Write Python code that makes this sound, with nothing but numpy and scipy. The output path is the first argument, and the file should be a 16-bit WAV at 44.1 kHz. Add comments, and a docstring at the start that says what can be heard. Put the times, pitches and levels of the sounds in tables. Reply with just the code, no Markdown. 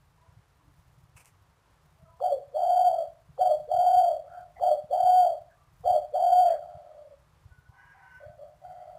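"""A dove coos in pairs, short then long, close to a phone in a garden; another answers from further off.
Its gliding, rolling coo rings at two resonances, played as an upper and a lower band. Fowl call far away,
claws scrape the perch, and wind bumps the microphone over a bed of leaves and distant traffic.
The phone changes its sample rate by dropping samples, which adds faint high images of the coos."""
import sys
import numpy as np
from scipy import signal
from scipy.fft import rfft, irfft, next_fast_len
from scipy.io import wavfile
from scipy.ndimage import uniform_filter1d, map_coordinates

SR = 44100
rng = np.random.default_rng(int(sys.argv[2]) if len(sys.argv) > 2 else 0)


def file_out(sig):
    """Save sig as 16-bit WAV at sys.argv[1]."""
    # one column per channel
    cols = np.atleast_2d(sig).T
    # limit, then scale
    lim = np.clip(cols, -1, 1)
    pcm = np.round(lim * 32767).astype(np.int16)
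    wavfile.write(sys.argv[1], SR, pcm)


N = 396018
T = np.arange(N) / SR

# The near dove's short coos: (start [s], length [s], level [dB], upper band [Hz],
# sag of the lower band [Hz], fade of the upper band [dB], throat click [dB])
SHORT_CALLS = [(2.199, 0.2081, -22.5, 722.9, 130, 16.5, -38.5), (3.374, .23, -23.5, 726, 9.2, 1, -45),
               (4.593, .21, -21.5, 720.8, 20, 6, -44.5), (5.837, .21, -22, 721, 9.4, 1, -47)]


def undb(db):
    """Gain of a dB value."""
    return 10 ** (np.asarray(db) / 20)


def unit(x):
    """Scaled to rms 1."""
    return x / np.sqrt(np.mean(np.abs(x) ** 2))


def colour(x, points):
    """EQ with a curve of (frequency [Hz], gain [dB]) points."""
    hz, db = np.transpose(points)
    size = next_fast_len(N)
    bin_hz = np.arange(size // 2 + 1) * SR / size + 1
    gain = undb(np.interp(np.log(bin_hz), np.log(hz), db))
    return irfft(rfft(x, size) * gain, size)[:N]


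def wobble(width_hz, size=N):
    """Narrow-band complex noise: a wandering level and phase."""
    noise = rng.standard_normal((2, size // 8 + 600))
    lowpass = signal.butter(2, np.clip(width_hz, .1, 2000) / 2, fs=SR / 8, output="sos")
    slow = signal.sosfilt(lowpass, noise)[:, 598:]
    real, imag = (np.interp(np.arange(size) / 8, np.arange(len(part)), part) for part in slow)
    return unit(real + 1j * imag)


def drift(rate_hz):
    """Smooth random modulation of rms 1."""
    return unit(wobble(2 * rate_hz).real)


def garden(level_db=-70):
    """A bed of leaves and distant traffic, swelling a little."""
    # Tone of the bed: (frequency [Hz], gain [dB])
    bed_eq = [(150, -24.5), (230, -6.5), (800, -3.5), (1000, -1), (2500, -14), (9800, -25), (11500, -24),
              (13500, -44.5), (15600, -70)]
    return undb(level_db + 0.67 * drift(1.5)) * unit(colour(rng.standard_normal(N), bed_eq))


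def wind(rumble_db=-63.5, gust_db=3, bump_hz=106, weak_count=10, weak_db=-44.5):
    """Gusty turbulence on the microphone, with low bumps of about a cycle and a half."""
    # Tone of the rumble: (frequency [Hz], gain [dB])
    rumble_eq = [(20, -27.5), (35, -10.5), (50, -0.5), (125, -1.5), (160, -2.5), (200, -22.5), (260, -40)]
    # Placed bumps: (time [s], peak [dB])
    placed_bumps = [(0.293, -46), (0.375, -45), (0.396, -49), (2.034, -46.5), (3.746, -43), (3.971, -44),
                    (5.83, -50.5), (5.86, -44), (5.914, -41), (7.461, -41), (7.521, -45.5), (7.698, -45)]
    gusts = undb(gust_db * drift(41) + 2.0 * drift(1.0))
    out = undb(rumble_db) * unit(colour(gusts * rng.standard_normal(N), rumble_eq))
    chance_bumps = [(time, weak_db) for time in rng.uniform(.1, T[-1] - .1, weak_count)]
    t = T[:SR // 10] - T[SR // 20]
    for time, db in chance_bumps + placed_bumps:
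        detune, phase = rng.standard_normal(2)
        hz = bump_hz * np.exp(.12 * detune)
        envelope = undb(db) * np.exp(-(t * hz / 0.67) ** 2)
        at = int(time * SR) - SR // 20
        out[at:at + len(t)] += envelope * np.cos(2 * np.pi * (hz * t + phase))
    return out


def distant_calls():
    """Far-off birds, mostly fowl: each partial flickers in level and pitch within its width."""
    # Partials and hoarse bands: (start [s], length [s], pitch [Hz], width [Hz], level [dB])
    # The last row is the faint, hoarse third harmonic of the far dove's last coo.
    partials = [(0.16, 0.18, 658, 30, -76), (0.157, 0.18, 980, 30, -69.5), (.58, 0.14, 290, 25, -72),
                (0.598, 0.027, 1050, 60, -67), (1.966, 0.23, 658, 40.3, -66),
                (2.043, 0.16, 993, 22.4, -66.5), (2.047, .1, 1300, 90, -67), (4.28, 0.17, 1445, 254, -59),
                (4.558, 0.045, 1977, 248, -61.5), (4.558, 0.062, 717, 80.5, -46.5),
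                (5.499, 0.055, 1655, 201, -66), (5.53, 0.17, 1175, 35, -70.5),
                (6.454, 0.14, 1499, 800, -57.5), (6.455, .07, 2820, 1018, -65),
                (7.493, 0.23, 1476, 29.9, -65.5), (7.683, 0.27, 1000, 151, -64.5),
                (7.689, 0.17, 787, 60, -68.5), (7.72, 0.27, 1505, 35, -62.5), (7.736, .26, 1624, 25, -61.5),
                (7.74, .58, 1727, 850, -65.5), (7.738, .2, 2920, 120, -80), (8.032, 0.2, 2850, 150, -76.5),
                (7.759, 0.099, 1990, 80, -69), (8.058, 0.17, 2020, 200, -72),
                (7.927, 0.16, 780, 39.2, -60.5), (7.943, 0.29, 969, 100, -61.5),
                (7.969, .3, 1513, 40, -55.5), (8.27, 0.102, 1520, 30, -70), (8.606, .36, 2010, 197, -76.5)]
    out = np.zeros(N)
    for start, length, hz, width_hz, db in partials:
        at = int(start * SR)
        t = T[:int(length * SR)]
        envelope = undb(db) * np.sin(np.pi * t / length).clip(0) ** 0.42
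        tone = (wobble(width_hz, size=len(t)) * np.exp(2j * np.pi * hz * t)).real
        out[at:at + len(t)] += envelope * tone
    return np.sqrt(2) * out


def claws():
    """A bright tick, then a grainy scrape that swells and dies away, coloured by perch and wire."""
    # Claw strokes: (time [s], rise [s], scrape level [dB], relative tick level [dB])
    strokes = [(1.162, .011, -55, -80), (1.196, .011, -61, -80), (1.247, .002, -64, -50),
               (1.2575, .013, -61, -38), (4.035, .012, -64, -80)]
    # Resonances of the perch: (frequency [Hz], gain [dB])
    perch_eq = [(500, -15), (900, -4), (1700, -13), (2600, -3), (3800, -32), (5400, -15.5), (8600, -10),
                (13600, -20), (15500, -27)]
    scrape, ticks = np.zeros(N), np.zeros(N)
    for time, rise, scrape_db, tick_db in strokes:
        age = (T - time).clip(0) / rise
        scrape += undb(scrape_db) * age * np.exp(1 - age)
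        ticks[int(time * SR)] = undb(tick_db)
    grain = unit(colour(rng.standard_normal(N) * undb(0.83 * drift(370)), perch_eq))
    return scrape * grain + undb(22.5) * colour(np.gradient(ticks), perch_eq)


def echo(x, t60_s=0.38, level_db=-13, predelay_s=.025):
    """Walls and trees send back a short, late tail."""
    t = T[:SR // 2]
    tail = rng.standard_normal(len(t)) * np.exp(-np.log(1000) * t / t60_s) * (t > predelay_s)
    return undb(level_db) * signal.fftconvolve(x, tail / np.sqrt(np.sum(tail ** 2)))[:N]


def contours(coos):
    """Breakpoints joined into curves: level and frequency of the upper band, then of the lower."""
    times, *columns = np.concatenate(coos).T
    return [np.interp(T, times, column) for column in columns]


def band(coos, db, hz, scoop=0, fade_s=0.011):
    """One resonance as a phasor, silent between coos; scoop bends it up into a coo and down at the end."""
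    starts, ends = np.array([(coo[0][0], coo[-1][0]) for coo in coos]).T
    current = (np.searchsorted(starts - .02, T) - 1).clip(0)
    gate = uniform_filter1d(1. * (T > starts[current]) * (T < ends[current]), int(fade_s * SR))
    rise = np.exp(-((T - starts[current]) / 0.024) ** 2)
    sag = np.exp(-((T - ends[current]) / 0.075) ** 2)
    bent_hz = hz * (1 - scoop * rise - 0.17 * scoop * sag)
    return np.sqrt(2) * gate * undb(db) * np.exp(2j * np.pi * np.cumsum(bent_hz) / SR)


def rough(share, width_hz):
    """Hoarseness: a steady part plus a noisy share of the vibration."""
    return np.sqrt(1 - share ** 2) + share * wobble(width_hz)


def chance_slips(per_s, mean_dip_db=-13):
    """Unevenly spaced slips: (time [s], dip [dB])."""
    jitter, depth = rng.random((int(per_s * T[-1]), 2)).T
    return np.transpose([(np.arange(len(jitter)) + jitter) / per_s, 2 * mean_dip_db * depth])


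def roll(slips, blend_s):
    """At each slip the ringing jumps in phase; old and new overlap and partly cancel in a dip."""
    times, dip_db = np.transpose(slips)
    angles = 2 * np.arccos(undb(dip_db.clip(-40, 0)))
    jumps = np.zeros(N)
    jumps[(times * SR).astype(int)] = angles * rng.choice([-1, 1], len(times))
    window = np.hanning(int(blend_s * SR))
    return signal.fftconvolve(np.exp(1j * np.cumsum(jumps)), window / window.sum(), "same")


def voice(upper, lower, octave_db):
    """Both bands, with the faint octave of an uneven vibration, through the closed throat."""
    # Tone of the throat: (frequency [Hz], gain [dB])
    throat_eq = [(200, -37), (300, -8), (430, -6.5), (880, 4.5), (1050, -8), (1300, 2.5)]
    both = upper + lower
    phasor = both / (np.abs(both) + 1e-5)
    octave = undb(octave_db) * both * phasor * rough(0.52, 120)
    return colour((both + octave).real, throat_eq)


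def far_dove():
    """The answering dove: many paths blur its coo into a flutter."""
    # Breakpoints of each coo, levels relative:
    # (time [s], upper level [dB], upper band [Hz], lower level [dB], lower band [Hz])
    coos = [
        [(4.24, -58, 710, -43, 595), (4.386, -42, 715, -57.5, 619), (4.52, -64.5, 715, -65, 635)],
        [(6.62, -42, 711, -52.5, 617), (7.0, -58, 688, -51, 597), (7.15, -89.5, 677, -53.5, 562)],
        [(8.2, -62, 686, -58, 592), (8.232, -56, 687, -45, 592), (8.36, -54.5, 688, -63.5, 596)],
        [(8.38, -60, 686, -51, 589), (8.436, -52, 686, -45.5, 589), (8.56, -61, 687, -76, 596)],
        [(8.61, -60, 727, -55, 625), (8.66, -44, 728, -55.5, 628), (8.98, -49.5, 709, -50, 618)],
    ]
    upper_db, upper_hz, lower_db, lower_hz = contours(coos)
    flutter = roll(chance_slips(per_s=35), blend_s=0.017)
    upper = band(coos, upper_db - 1, upper_hz) * flutter * rough(0.4, 110)
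    lower = band(coos, lower_db + 2.5, lower_hz, scoop=0.032) * flutter * rough(0.52, 80)
    return voice(upper, lower, octave_db=-25.5)


def near_coos(lower_hz=623.2, lower_fade_share=0.15):
    """Breakpoints of the near dove's coos: a short or long shape, stretched, tuned and levelled."""
    # Long coos: (start [s], length [s], level [dB], upper band [Hz],
    # sag of the lower band [Hz], fade of the upper band [dB])
    long_calls = [(2.527, 0.56, -19, 720, 10, 0.65), (3.674, 0.53, -18, 727.5, 10, -0.1),
                  (4.893, 0.49, -17, 732.4, 10, 0.66), (6.12, 0.48, -16.5, 724.5, 10, 1.2)]
    # Course of a coo: (position [0-1], upper level [dB], upper bend [Hz], lower level [dB])
    short_shape = [(0, -27.5, 15, -32.5), (0.089, -14.5, -11.5, -4.5), (0.179, 1.5, 2, -6.5),
                   (.45, 0, -1, -6.5), (.6, -5, -6.5, 3.5), (.8, -18.5, -10, -7), (1, -26.5, -8, -18.5)]
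    long_shape = [(0, -43.5, -20, -38), (0.039, -31.5, -31.5, -11.5), (.08, -8.5, 0.5, -9.5),
                  (.2, -5.5, -15, -17), (.45, -2.5, -2.5, -19.5), (0.599, 0, 2.5, -25.5),
                  (.73, -4, -25.5, -20.5), (.87, -11.5, -66, -11), (1, -29, -71, -22.5)]
    calls = [(call, short_shape) for call in SHORT_CALLS] + [(call, long_shape) for call in long_calls]
    coos = []
    for (start, length, db, upper_hz, sag_hz, fade_db, *_), shape in sorted(calls):
        coos.append([(start + position * length,
                      db + upper_db - fade_db * position, upper_hz + bend_hz,
                      db + lower_db - fade_db * lower_fade_share, lower_hz - sag_hz * position ** 2)
                     for position, upper_db, bend_hz, lower_db in shape])
    return coos


def near_dove(steady_above_db=-21, click_hz=1050):
    """A clear, rolling upper band over a hoarser lower one; a throat click opens each short coo."""
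    # Main slips of the upper band: (time [s], dip [dB])
    main_slips = [(2.232, -21), (2.615, -22), (2.713, -29.5), (2.755, -25.5), (2.803, -18), (2.84, -12.5),
                  (2.893, -11), (2.925, -16.5), (2.937, -24), (3.444, -24.5), (3.782, -22.5),
                  (3.838, -18.5), (3.896, -25), (3.927, -27.5), (3.959, -13.5), (4.011, -12), (4.03, -26),
                  (4.681, -17), (4.976, -27), (5.027, -31.5), (5.047, -16), (5.263, -14), (5.92, -21),
                  (6.22, -11), (6.234, -22.5), (6.259, -11), (6.299, -12), (6.316, -10), (6.411, -6),
                  (6.45, -15), (6.495, -18)]
    coos = near_coos()
    upper_db, upper_hz, lower_db, lower_hz = contours(coos)
    # Chance slips fall between the main ones and stop while the upper band is at full strength.
    fill = chance_slips(per_s=28)
    apart = np.abs(fill[:, :1] - np.array(main_slips)[:, 0]).min(axis=1) > .014
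    soft = upper_db[(fill[:, 0] * SR).astype(int)] < steady_above_db
    fill[:, 1] *= apart * soft
    rolling = roll(np.concatenate([main_slips, fill]), blend_s=0.016)
    hoarseness = np.interp(upper_db, [-23.5, -17.5], [0.43, 0.099])  # clears as the band swells
    upper = band(coos, upper_db, upper_hz) * rolling * rough(hoarseness, 100)
    lower = band(coos, lower_db, lower_hz, scoop=.25) * rough(0.55, 80)
    out = voice(upper, lower, octave_db=-41)
    t = T[:400] - T[200]
    click = np.exp(-(t / .0012) ** 2) * np.sin(2 * np.pi * click_hz * t)
    for start, *_, click_db in SHORT_CALLS:
        at = int((start + .005) * SR) - 200
        out[at:at + len(t)] += undb(click_db) * click
    return out


def scene():
    """The mono mix, with an echo on the coos."""
    doves = near_dove() + far_dove()
    return (doves + echo(doves) + distant_calls() + claws() + wind() + garden())[None]


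def record(dry, capture_hz=48000, top_hz=15500):
    """The phone keeps the nearest sample: the timing error mirrors the coo around multiples of 3.9 kHz."""
    nearest = np.round(np.arange(N) * capture_hz / SR) * SR / capture_hz
    held = map_coordinates(dry[0], [nearest], order=3, mode="nearest")
    lowpass = signal.ellip(10, .2, 70, top_hz, fs=SR, output="sos")
    return signal.sosfilt(lowpass, held)[None]


dry = scene()
out = record(dry)
file_out(out)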